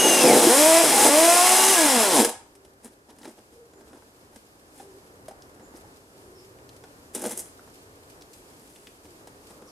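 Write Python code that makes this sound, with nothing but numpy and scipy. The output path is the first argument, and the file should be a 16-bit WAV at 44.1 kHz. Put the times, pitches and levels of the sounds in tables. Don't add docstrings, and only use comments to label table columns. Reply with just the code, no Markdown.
import sys
import numpy as np
from scipy import signal
from scipy.fft import rfft, irfft, next_fast_len
from scipy.io import wavfile
from scipy.ndimage import uniform_filter1d

SR = 44100
rng = np.random.default_rng(int(sys.argv[2]) if len(sys.argv) > 2 else 0)


def wav_record(signal):
    frames = np.transpose(np.atleast_2d(signal))
    bounded = np.clip(frames, -1, 1)
    quanta = np.round(bounded * 32767).astype(np.int16)
    wavfile.write(sys.argv[1], SR, quanta)


N = 428211
TIME = np.arange(N) / SR
FULL_HZ = 380
RELEASE_S, BRAKE_S = 1.725, 2.12
GRIP_S, LET_GO_S, SNAG_LET_GO_S = 0.014, 0.099, 0.03
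CONTACT_S = 0.00057


def amp(db):
    return 10 ** (np.asarray(db) / 20)


def unit(x):
    return x / np.sqrt(np.mean(x ** 2) + 1e-20)


def read(points, hz):
    f, value = np.transpose(points)
    return np.interp(np.log(hz + 1), np.log(f + 1), value)


def curves(rows):
    s, *columns = np.transpose(rows)
    return [np.interp(TIME, s, c) for c in columns]


def held(rows, let_go_s=LET_GO_S):
    total = 0
    for start, end, value in rows:
        setting_in = np.clip((TIME - start) / GRIP_S, 0, 1)
        letting_go = np.clip(1 - (TIME - end) / let_go_s, 0, 1)
        total = total + value * setting_in * letting_go
    return total


def after(s):
    return np.clip((TIME - s) / LET_GO_S, 0, 1)


def add(mix, s, sound):
    part = mix[max(round(s * SR), 0):][:len(sound)]
    part += sound[:len(part)]


def wander(hz):
    knots = rng.standard_normal(8192)
    return unit(np.interp(TIME * hz, np.arange(len(knots)), knots))


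def swell(length):
    return np.hanning(int(2 * np.clip(length, .005, .5) * SR))


def colour(x, spectrum, modes=()):
    size = 4096
    hz = np.fft.rfftfreq(size, 1 / SR)
    lowest_hz, highest_hz = spectrum[0][0], spectrum[-1][0]
    octaves_outside = np.abs(np.log2((hz + 1) / np.clip(hz + 1, lowest_hz, highest_hz)))
    peaks_db = sum(g / (1 + (2 * (hz - f) / w) ** 2) for f, w, g in modes)
    db = read(spectrum, hz) - 40 * octaves_outside + peaks_db
    cepstrum = irfft(np.log(amp(np.maximum(db, -90))))
    cepstrum[1:size // 2] *= 2
    cepstrum[size // 2 + 1:] = 0
    taps = irfft(np.exp(rfft(cepstrum)))
    return signal.oaconvolve(x, taps[None] / np.linalg.norm(taps), axes=1)[:, :N]


def pair(likeness):
    size = next_fast_len(N)
    same = np.clip(read(likeness, np.fft.rfftfreq(size, 1 / SR)), -1, 1)
    mid, side = rfft(rng.standard_normal((2, size))) * np.sqrt([(1 + same) / 2, (1 - same) / 2])
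    return irfft(np.array([mid + side, mid - side]), size)[:, :N]


def rings(rows):
    out = np.zeros(N)
    for s, length, hz, width, db in rows:
        hump = swell(length)
        drift = np.cumsum(rng.standard_normal(SR)[:len(hump)]) * np.sqrt(2 * np.pi * abs(width) / SR)
        phase = 2 * np.pi * hz * TIME[:len(hump)] + uniform_filter1d(drift, size=200)
        add(out, s - length, amp(db) * hump * np.sin(phase))
    return out


# time in seconds, links passing per second in Hz (before a slight flutter).
CHAIN_SPEED = [(0.05, 380.5), (0.2, 365), (0.25, 345), (0.3, 297), (0.34, 262), (0.47, 208), (0.55, 269),
               (0.6, 296), (0.68, 319), (0.8, 336), (0.92, 279.8), (1.06, 259), (1.2, 323), (1.28, 340),
               (1.46, 365), (1.72, 386), (1.8, 327), (1.92, 261), (2.0, 225), (2.12, 176), (2.2, 120),
               (2.26, 80)]
# loudest moment in seconds, length in seconds,
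# pitch in Hz, width in Hz, level in dB.
SHORT_TONES = [(0.275, 0.02, 510, 20, -21), (0.3, 0.04, 700, 15, -19), (0.98, 0.12, 825, 26, -21.5),
               (1.6, 0.25, 865, 44, -27.5), (1.79, 0.094, 1670, 20, -28.5), (2.18, 0.06, 871, 93, -25.5),
               (2.235, 0.046, 462.4, 19, -27), (1.5, 0.12, 11000, 60, -37)]


def saw(flutter=.003, flutter_hz=70, stop_s=2.204, stop_t60=0.24):
    link_hz, = curves(CHAIN_SPEED)
    turns = np.cumsum(link_hz * (1 + flutter * wander(flutter_hz))) / SR
    running = amp(-60 * np.clip((TIME - stop_s) / stop_t60, 0, 3))
    drive = chain_hum(turns, link_hz) + drive_whine(turns, link_hz)
    tones = running * drive + rings(SHORT_TONES)
    return cutters(turns, link_hz, running) + np.sqrt(2) * tones


# relative level in dB, for the fourth to the eighth.
UPPER_HARMONICS = [-6.5, -4.5, -10, -4.5, -11]
# frequency in Hz, relative level in dB.
HUM_RESONANCES = [(80, -71), (110, -58.5), (165, -43), (205, -44), (235, -26.5), (268, -32), (295, -22.5),
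                  (335, -27.5), (358, -36.5), (378, -29.5), (500, -28.5), (580, -31.5), (660, -25),
                  (760, -31.5), (870, -29.5), (1080, -29), (1200, -37.5), (1290, -44), (1385, -30),
                  (1480, -43), (1660, -32.5), (1800, -40), (1990, -32.5), (2200, -35), (2500, -34),
                  (3000, -46.5)]
# start in seconds, end in seconds, lift in dB (the upper harmonics take a share of it).
CLEAN_CUTS = [(0.48, 0.8, 9), (1.08, 1.5, 8), (2.17, 2.2, 4.5)]
# start in seconds, end in seconds, relative level of the knocking in dB.
SNAGS = [(0.0, 0.22, -22), (0.04, 0.054, -21), (0.232, 0.32, -15), (0.334, 0.378, -15), (0.39, 0.46, -21),
         (0.82, 1.022, -25.5), (1.045, 1.074, -15.5)]


def chain_hum(turns, link_hz, throb=0.14, throb_hz=130, first_db=1, second_db=0, third_db=0.0, snag_db=-9,
              upper_share=0.74, release_dip_s=0.02, release_dip_db=-7, brake_db=3):
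    lift_db = held(CLEAN_CUTS)
    harmonics = [(1, first_db), (2, second_db + lift_db), (3, third_db)]
    for k, db in enumerate(UPPER_HARMONICS, 4):
        harmonics.append((k, db + upper_share * lift_db * (k % 2 == 0)))
    hum = 0
    for k, db in harmonics:
        level = amp(db + read(HUM_RESONANCES, k * link_hz)) * (1 + throb * wander(throb_hz))
        hum = hum + level * np.sin(2 * np.pi * k * turns)
    snagged = np.minimum(held([(start, end, 1) for start, end, _ in SNAGS], SNAG_LET_GO_S), 1)
    dip_db = held([(RELEASE_S, RELEASE_S + release_dip_s, release_dip_db)], SNAG_LET_GO_S)
    return amp(snag_db * snagged + dip_db + brake_db * after(BRAKE_S)) * hum


# multiple of the link rate, relative level at full speed in dB,
# rise in dB per octave of speed.
WHINE = [(7.55, 0, 22), (15.1, -10, 3), (16.8, -1, 36)]
# start in seconds, end in seconds, lift in dB.
WHINE_LIFTS = [
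    [(-0.02, 0.25, 7.5), (0.28, 0.32, 11)],
    [(0.21, 0.28, 13)],
    [(-0.02, 0.18, 9)],
]


def drive_whine(turns, link_hz, full_db=-34.5, blur=.006, waver=0.3, coast_db=-13):
    shaft = turns + np.cumsum(link_hz * blur * wander(350)) / SR
    level_db = full_db + coast_db * after(RELEASE_S)
    octaves = np.log2(link_hz / FULL_HZ)
    whine = 0
    for (k, db, slope), lifts in zip(WHINE, WHINE_LIFTS):
        level = amp(level_db + db + slope * octaves + held(lifts)) * (1 + waver * wander(120))
        whine = whine + level * np.sin(2 * np.pi * k * shaft)
    return whine


# time in seconds, relative level in dB.
CUTTING = [(0.0, -22.5), (0.59, -19.5), (0.61, -18.5), (0.9, -21.5), (1.07, -17), (1.11, -22), (1.19, -20),
           (1.71, -19), (1.92, -22.5), (2.11, -24), (2.22, -19)]
# frequency in Hz, relative level in dB per Hz.
HOUSING = [(35, -85), (60, -40.5), (96, -38), (145, -12), (189, -10.5), (230, 2), (304, 4.5), (365, 0.5),
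           (501, 5.5), (571, -1.5), (705, -1), (780, -3.5), (880, -2.5), (968, -17), (1400, -26),
           (1820, -30.5), (3080, -120)]


def cutters(turns, link_hz, running, bite_db=1.0, bite_decay=1.0, chatter_db=0.52, bounce_db=1.1, bounce_hz=60,
            knock_db=-35.0, slack_db_per_octave=9, rasp_db=-24.0, rasp_share=0.54, sizzle_db=-0.4, blow_db=-2.5,
            rattle_db=-4.0, coast_knock_db=-4):
    cutting_db, = curves(CUTTING)
    effort_db = cutting_db - np.mean(CUTTING, axis=0)[1]
    sizes = amp(bite_db * np.clip(rng.standard_normal(8192), -2, 2))[turns.astype(int) % 8192]
    bites = unit(sizes * np.exp(-(turns % 1) / bite_decay))
    sliding = unit(1 + 1.8 * bites) * unit(amp(chatter_db * wander(55.86))) * running
    bounce = unit(amp(bounce_db * np.clip(wander(bounce_hz), -2, 2)))
    hammering = unit(1 + 2.8 * bites) * bounce * running
    slack_db = knock_db + effort_db + slack_db_per_octave * np.log2(FULL_HZ / link_hz)
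    slack = amp(slack_db + coast_knock_db * after(RELEASE_S))
    snagging = held([(start, end, amp(db)) for start, end, db in SNAGS], SNAG_LET_GO_S)
    knock = np.hypot(slack, snagging)
    thumps = colour((amp(blow_db) * knock * running * blows(turns))[None], HOUSING)
    rattle = amp(rattle_db) * knock * hammering
    rasp = amp(rasp_db + rasp_share * effort_db) * sliding
    sizzle = amp(sizzle_db + cutting_db) * sliding
    return thumps + body(rattle, rasp, sizzle, HOUSING)


def blows(turns, stray=.09, spread_db=4):
    strikes = np.diff(np.floor(turns / 2 + stray * wander(150)), prepend=0) > 0
    force = strikes * amp(spread_db * np.clip(rng.standard_normal(N), -2, 1.5))
    return force / np.sqrt(np.mean(force[TIME < BRAKE_S] ** 2))


# frequency in Hz, relative level in dB per Hz.
RASP = [(650, -2), (1100, -3), (1240, -6.5), (1380, -5), (1560, -7), (1700, -5.5), (1850, -6.5),
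        (2030, -4.5), (2580, -6.5), (2810, -5.5), (4040, -6.5), (4470, -12), (5100, -4), (7000, -13.5),
        (9100, -20.5), (15400, -120)]
SIZZLE = [(3530, -33.5), (6000, -5), (6700, -3), (8930, 4.5), (10700, 2), (13100, -7.5), (15200, -14.5),
          (16000, -27.5)]
# frequency in Hz, width in Hz, lift in dB.
BAR = [(1664, 60, 3.5), (2066, 70, 2), (2680, 80, 0.5), (3340, 140, 3), (4150, 180, 3), (4990, 140, 2),
       (8790, 400, -2.5)]
# frequency in Hz, correlation (1 is the same).
NEAR_SAME = [(700, 1), (1400, 0.99), (3000, 0.93), (8000, 0.95), (14000, 0.24)]


def body(low, middle, high, hollow):
    noise = pair(NEAR_SAME)
    return colour(noise * low, hollow) + colour(noise * middle, RASP, BAR) + colour(noise * high, SIZZLE, BAR)


# loudest moment in seconds, length in seconds, relative level in dB,
# brightness in dB.
RUBS = [(2.859, 0.046, -51.5, -1.5), (3.105, 0.036, -58, -7), (3.264, 0.093, -53, -3.5),
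        (3.387, 0.026, -58, -6.5), (3.807, 0.027, -65, -5.5), (3.92, 0.13, -61.5, -5.5),
        (4.795, 0.089, -56.5, 0), (5.597, 0.075, -67, -12.5), (5.767, 0.028, -56.5, 1),
        (7.161, 0.033, -41, 2), (7.211, 0.065, -42, -0.5), (7.258, 0.038, -36, -3.5),
        (7.312, 0.068, -39, 1), (7.391, 0.044, -46, 9), (7.443, 0.1, -57, 2), (8.362, 0.1, -60.5, 1),
        (8.74, 0.33, -62.5, 2), (9.059, 0.025, -58.5, -4.5), (9.505, 0.03, -56.5, -2.5)]
# start in seconds, relative level in dB, brightness in dB.
KNOCKS = [(2.247, -18.5, 1), (2.291, -32, 5), (2.552, -54, -0.5), (2.649, -53.5, -2), (3.185, -53.5, 0.5),
          (3.254, -51, -8), (3.275, -58, -13), (3.735, -58, -6), (3.81, -61, -8), (3.93, -57, -12),
          (3.952, -69, -6), (4.021, -62.5, -16), (5.595, -58, -8), (5.738, -61, -14), (7.149, -45, -6),
          (7.676, -58.5, -15), (9.62, -52, -9), (4.359, -47.5, -2.5), (4.798, -53, -11),
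          (5.282, -42.5, -2.5), (5.31, -54, -4), (6.838, -48.5, -9), (7.593, -64, -12), (9.272, -46.5, -3)]
# start in seconds, relative level in dB.
CLACKS = [(2.845, -43), (7.149, -25.5), (7.219, -32), (7.261, -28), (7.307, -37), (7.32, -36),
          (7.375, -30.5), (7.395, -37)]
# start in seconds, pitch in Hz, time to fade by 60 dB in seconds,
# relative level in dB.
HOLLOWS = [(0.469, 339, 0.079, -5), (3.276, 334, 0.036, -27), (4.801, 800, 0.039, -35.5),
           (5.283, 640, 0.033, -26.5), (5.31, 790, 0.069, -36), (5.844, 837, 0.04, -42.5),
           (7.237, 623, 0.051, -28), (7.2605, 479, 0.045, -19), (7.594, 1380, 0.0092, -31)]
# frequency in Hz, relative level in dB per Hz.
TRUNK = [(70, -25), (150, -21), (205, 2.5), (320, 1.5), (480, -3), (650, -7.5), (830, -4), (1050, -13),
         (1600, -14)]
# thud in dB, scrape in dB, hiss in dB.
RUB_MIX, KNOCK_MIX, CLACK_MIX = (0, -7, 0), (1, -2.2, 0.92), (-7.5, -28, 0)
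KNOCK_T60, CLACK_T60 = 0.055, 0.029
BRUSHES_PER_S, BRUSH_S, BRUSH_DB, BRUSH_SPREAD_DB, BRUSH_BRIGHT_DB = 3.4, 0.019, -64.5, 1, -4.5


def handling(grain_db=2.3, grain_hz=400, hollow_rise_s=0.00081):
    force, hollow, t = np.zeros((3, N)), np.zeros(N), np.arange(SR // 4) / SR

    def touch(s, shape, mix, db, bright_db=0):
        for band, share_db, tilt_db in zip(force, mix, (-bright_db, 0, bright_db)):
            add(band, s, amp(db + share_db + tilt_db) * shape)

    for s, length, db, bright_db in RUBS:
        touch(s - length, swell(length), RUB_MIX, db, bright_db)
    for when, size in rng.random((int(BRUSHES_PER_S * N / SR), 2)):
        brush_db = BRUSH_DB + BRUSH_SPREAD_DB * (2 * size - 1)
        touch(when * N / SR, swell(BRUSH_S), RUB_MIX, brush_db, BRUSH_BRIGHT_DB)
    catches = wander(grain_hz)
    force *= [unit(amp(grain_db * np.clip(catches + wander(grain_hz), -2.5, 2.5))) for _ in force]
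    for rows, mix, t60 in (KNOCKS, KNOCK_MIX, KNOCK_T60), (CLACKS, CLACK_MIX, CLACK_T60):
        for s, *strength in rows:
            touch(s, np.minimum(t / CONTACT_S, 1) * amp(-60 * t / t60), mix, *strength)
    for s, hz, t60, db in HOLLOWS:
        swing = amp(db - 60 * t / t60) * np.sin(2 * np.pi * hz * t) * (1 - np.exp(-t / hollow_rise_s))
        thin = signal.butter(2, hz / 2, "highpass", fs=SR, output="sos")
        add(hollow, s, signal.sosfilt(thin, swing))
    return body(*force, TRUNK) + hollow


# start in seconds, frequency in
# Hz, width in Hz, relative level in dB.
TWIGS = [(3.218, 4900, 1500, -51), (3.231, 1700, 1200, -44), (3.246, 1750, 1200, -43),
         (3.254, 1690, 1300, -43), (5.421, 4900, 900, -45), (5.761, 5530, 700, -47.5),
         (6.586, 1500, 800, -52), (6.691, 4500, 2500, -46), (8.21, 5400, 700, -48),
         (8.221, 4300, 2200, -45), (8.332, 6300, 3000, -46), (8.76, 3000, 1000, -47),
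         (8.87, 2700, 1500, -41), (9.053, 3000, 2000, -52)]


def twigs(t60=0.033):
    out, t = np.zeros(N), np.arange(SR // 10) / SR
    for s, hz, width_hz, db in TWIGS:
        band = signal.iirpeak(hz, hz / abs(width_hz), fs=SR)
        crack = unit(signal.lfilter(*band, rng.standard_normal(len(t))))
        add(out, s, np.minimum(t / CONTACT_S, 1) * amp(db - 60 * t / t60) * crack)
    return out


# start in seconds, length in seconds, first pitch in Hz, last pitch in Hz,
# relative level in dB.
CHIRPS = [(3.712, 0.045, 7430, 6830, -67), (5.618, 0.024, 7150, 6800, -59), (6.34, 0.063, 5680, 4830, -60),
          (9.66, 0.032, 6000, 4700, -57)]


def birds(trill=.03):
    out, quaver = np.zeros(N), wander(510)
    for s, length, first_hz, last_hz, db in CHIRPS:
        n = int(max(length, .01) * SR)
        hz = np.linspace(first_hz, last_hz, n) * (1 + trill * quaver[int(s * SR) - n:][:n])
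        note = np.sin(2 * np.pi * np.cumsum(hz) / SR)
        add(out, s, amp(db) * np.sqrt(2) * signal.windows.tukey(n, .5) * note)
    return np.array([out, out])


# frequency in Hz, time to fade by 60 dB in seconds.
ECHO_FADE = [(250, 0.14), (600, 0.31), (850, 0.42), (1300, 0.46), (2000, 0.4), (4500, 0.37), (9000, 0.35),
             (15000, 0.087)]
# frequency in Hz, correlation (1 is the same).
TAIL_SAME = [(500, 1), (900, 0.94), (1800, 0.28), (5000, 0.2)]


def woods(x):
    taps = rng.standard_normal((2, SR // 2)) * (rng.random(SR // 2) < 3000 / SR)
    taps[:, :int(.004 * SR)] = 0
    hz, t, z = signal.stft(taps, SR, nperseg=256)
    same = np.clip(read(TAIL_SAME, hz), 0, 1)[:, None]
    z = np.array([z[0], same * z[0] + np.sqrt(1 - same ** 2) * z[1]])
    fade = amp(-60 * t / read(ECHO_FADE, hz)[:, None])
    tail = signal.istft(z * fade, SR, nperseg=256)[1]
    return signal.fftconvolve(x, tail / np.linalg.norm(tail[0]), axes=1)[:, :N]


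# time in seconds, relative roar level in dB,
# relative leaf hiss level in dB.
AIR = [(2.45, -57, -63), (3.0, -58, -63.5), (4.0, -56.5, -62), (5.0, -53.5, -60), (7.9, -52.5, -58),
       (8.8, -54.5, -58), (9.7, -52, -59)]
# frequency in Hz, relative level in dB per Hz.
ROAR = [(12, -36), (20, -12), (80, 1.5), (177, -4), (228, -3.5), (287, 3), (346, -1), (401, 2.5), (464, 0),
        (691, -5.5), (1890, -9.5), (3000, -33.5), (3900, -45.5), (6600, -120)]
LEAVES = [(1180, -29), (2000, 2.5), (3610, -2), (4510, -0.5), (5050, 0.5), (5690, -1.5), (8730, -1),
          (13600, -5.5), (14600, -23), (15000, -47), (15500, -39.5)]
# loudest moment in seconds, length in seconds, pitch in Hz, width in Hz,
# level in dB.
MOANS = [(2.66, 0.17, 390, 18, -59.5), (3.61, 0.12, 475, 7.6, -51), (3.8, 0.1, 405, 20, -56),
         (4.92, 0.2, 385, 15, -52), (6.35, 0.3, 375.4, 29, -54), (6.7, 0.5, 116, 4.8, -61),
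         (9.11, 0.11, 345, 30, -53.5), (9.62, 0.3, 1130, 580, -63), (9.62, 0.2, 520, 200, -55.5)]
# frequency in Hz, correlation (1 same, -1 opposite).
FAR_SAME = [(60, 0.91), (250, 0.97), (640, 0.74), (1400, -0.68), (3000, -0.43), (7000, 0.13)]


def air(roar_db=1, leaves_db=0, ticks_per_s=22, tick_db=4):
    roar, leaves = amp(curves(AIR))
    noise = pair(FAR_SAME)
    ticks = (rng.random(N) < ticks_per_s / SR) * np.minimum(rng.exponential(0.27, N), 1)
    ticks = signal.lfilter([amp(tick_db)], [1, -np.exp(-1 / (0.0057 * SR))], ticks)
    far = colour(noise * roar * amp(roar_db + 0.98 * wander(6.6)), ROAR)
    near = colour(noise * leaves * (amp(leaves_db + 1.1 * wander(16.0)) + ticks), LEAVES)
    return far + near + np.sqrt(2) * rings(MOANS)


# frequency in Hz, left minus right in dB.
SAW_BALANCE = [(700, 0), (2400, 0.6), (4400, 1.2), (15000, 1.0)]


def scene(wet_db=-11, bird_wet_db=1, bird_dry_db=-9):
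    size = next_fast_len(N)
    lean_db = read(SAW_BALANCE, np.fft.rfftfreq(size, 1 / SR)) / 2
    centred = saw() + handling() + twigs()
    near = irfft(rfft(centred, size) * amp([lean_db, -lean_db]), size)[:, :N]
    song = birds()
    echoes = woods(amp(wet_db) * near + amp(bird_wet_db) * song)
    return near + amp(bird_dry_db) * song + echoes + air()


def record(dry, edge_hz=15900):
    rounded = dry / (1 + np.abs(dry / .88) ** 6) ** (1 / 6)
    low_pass = signal.firwin(511, edge_hz, window=("kaiser", 9), fs=SR)
    return signal.oaconvolve(rounded, low_pass[None], "same")


dry = scene()
out = record(dry)
wav_record(out)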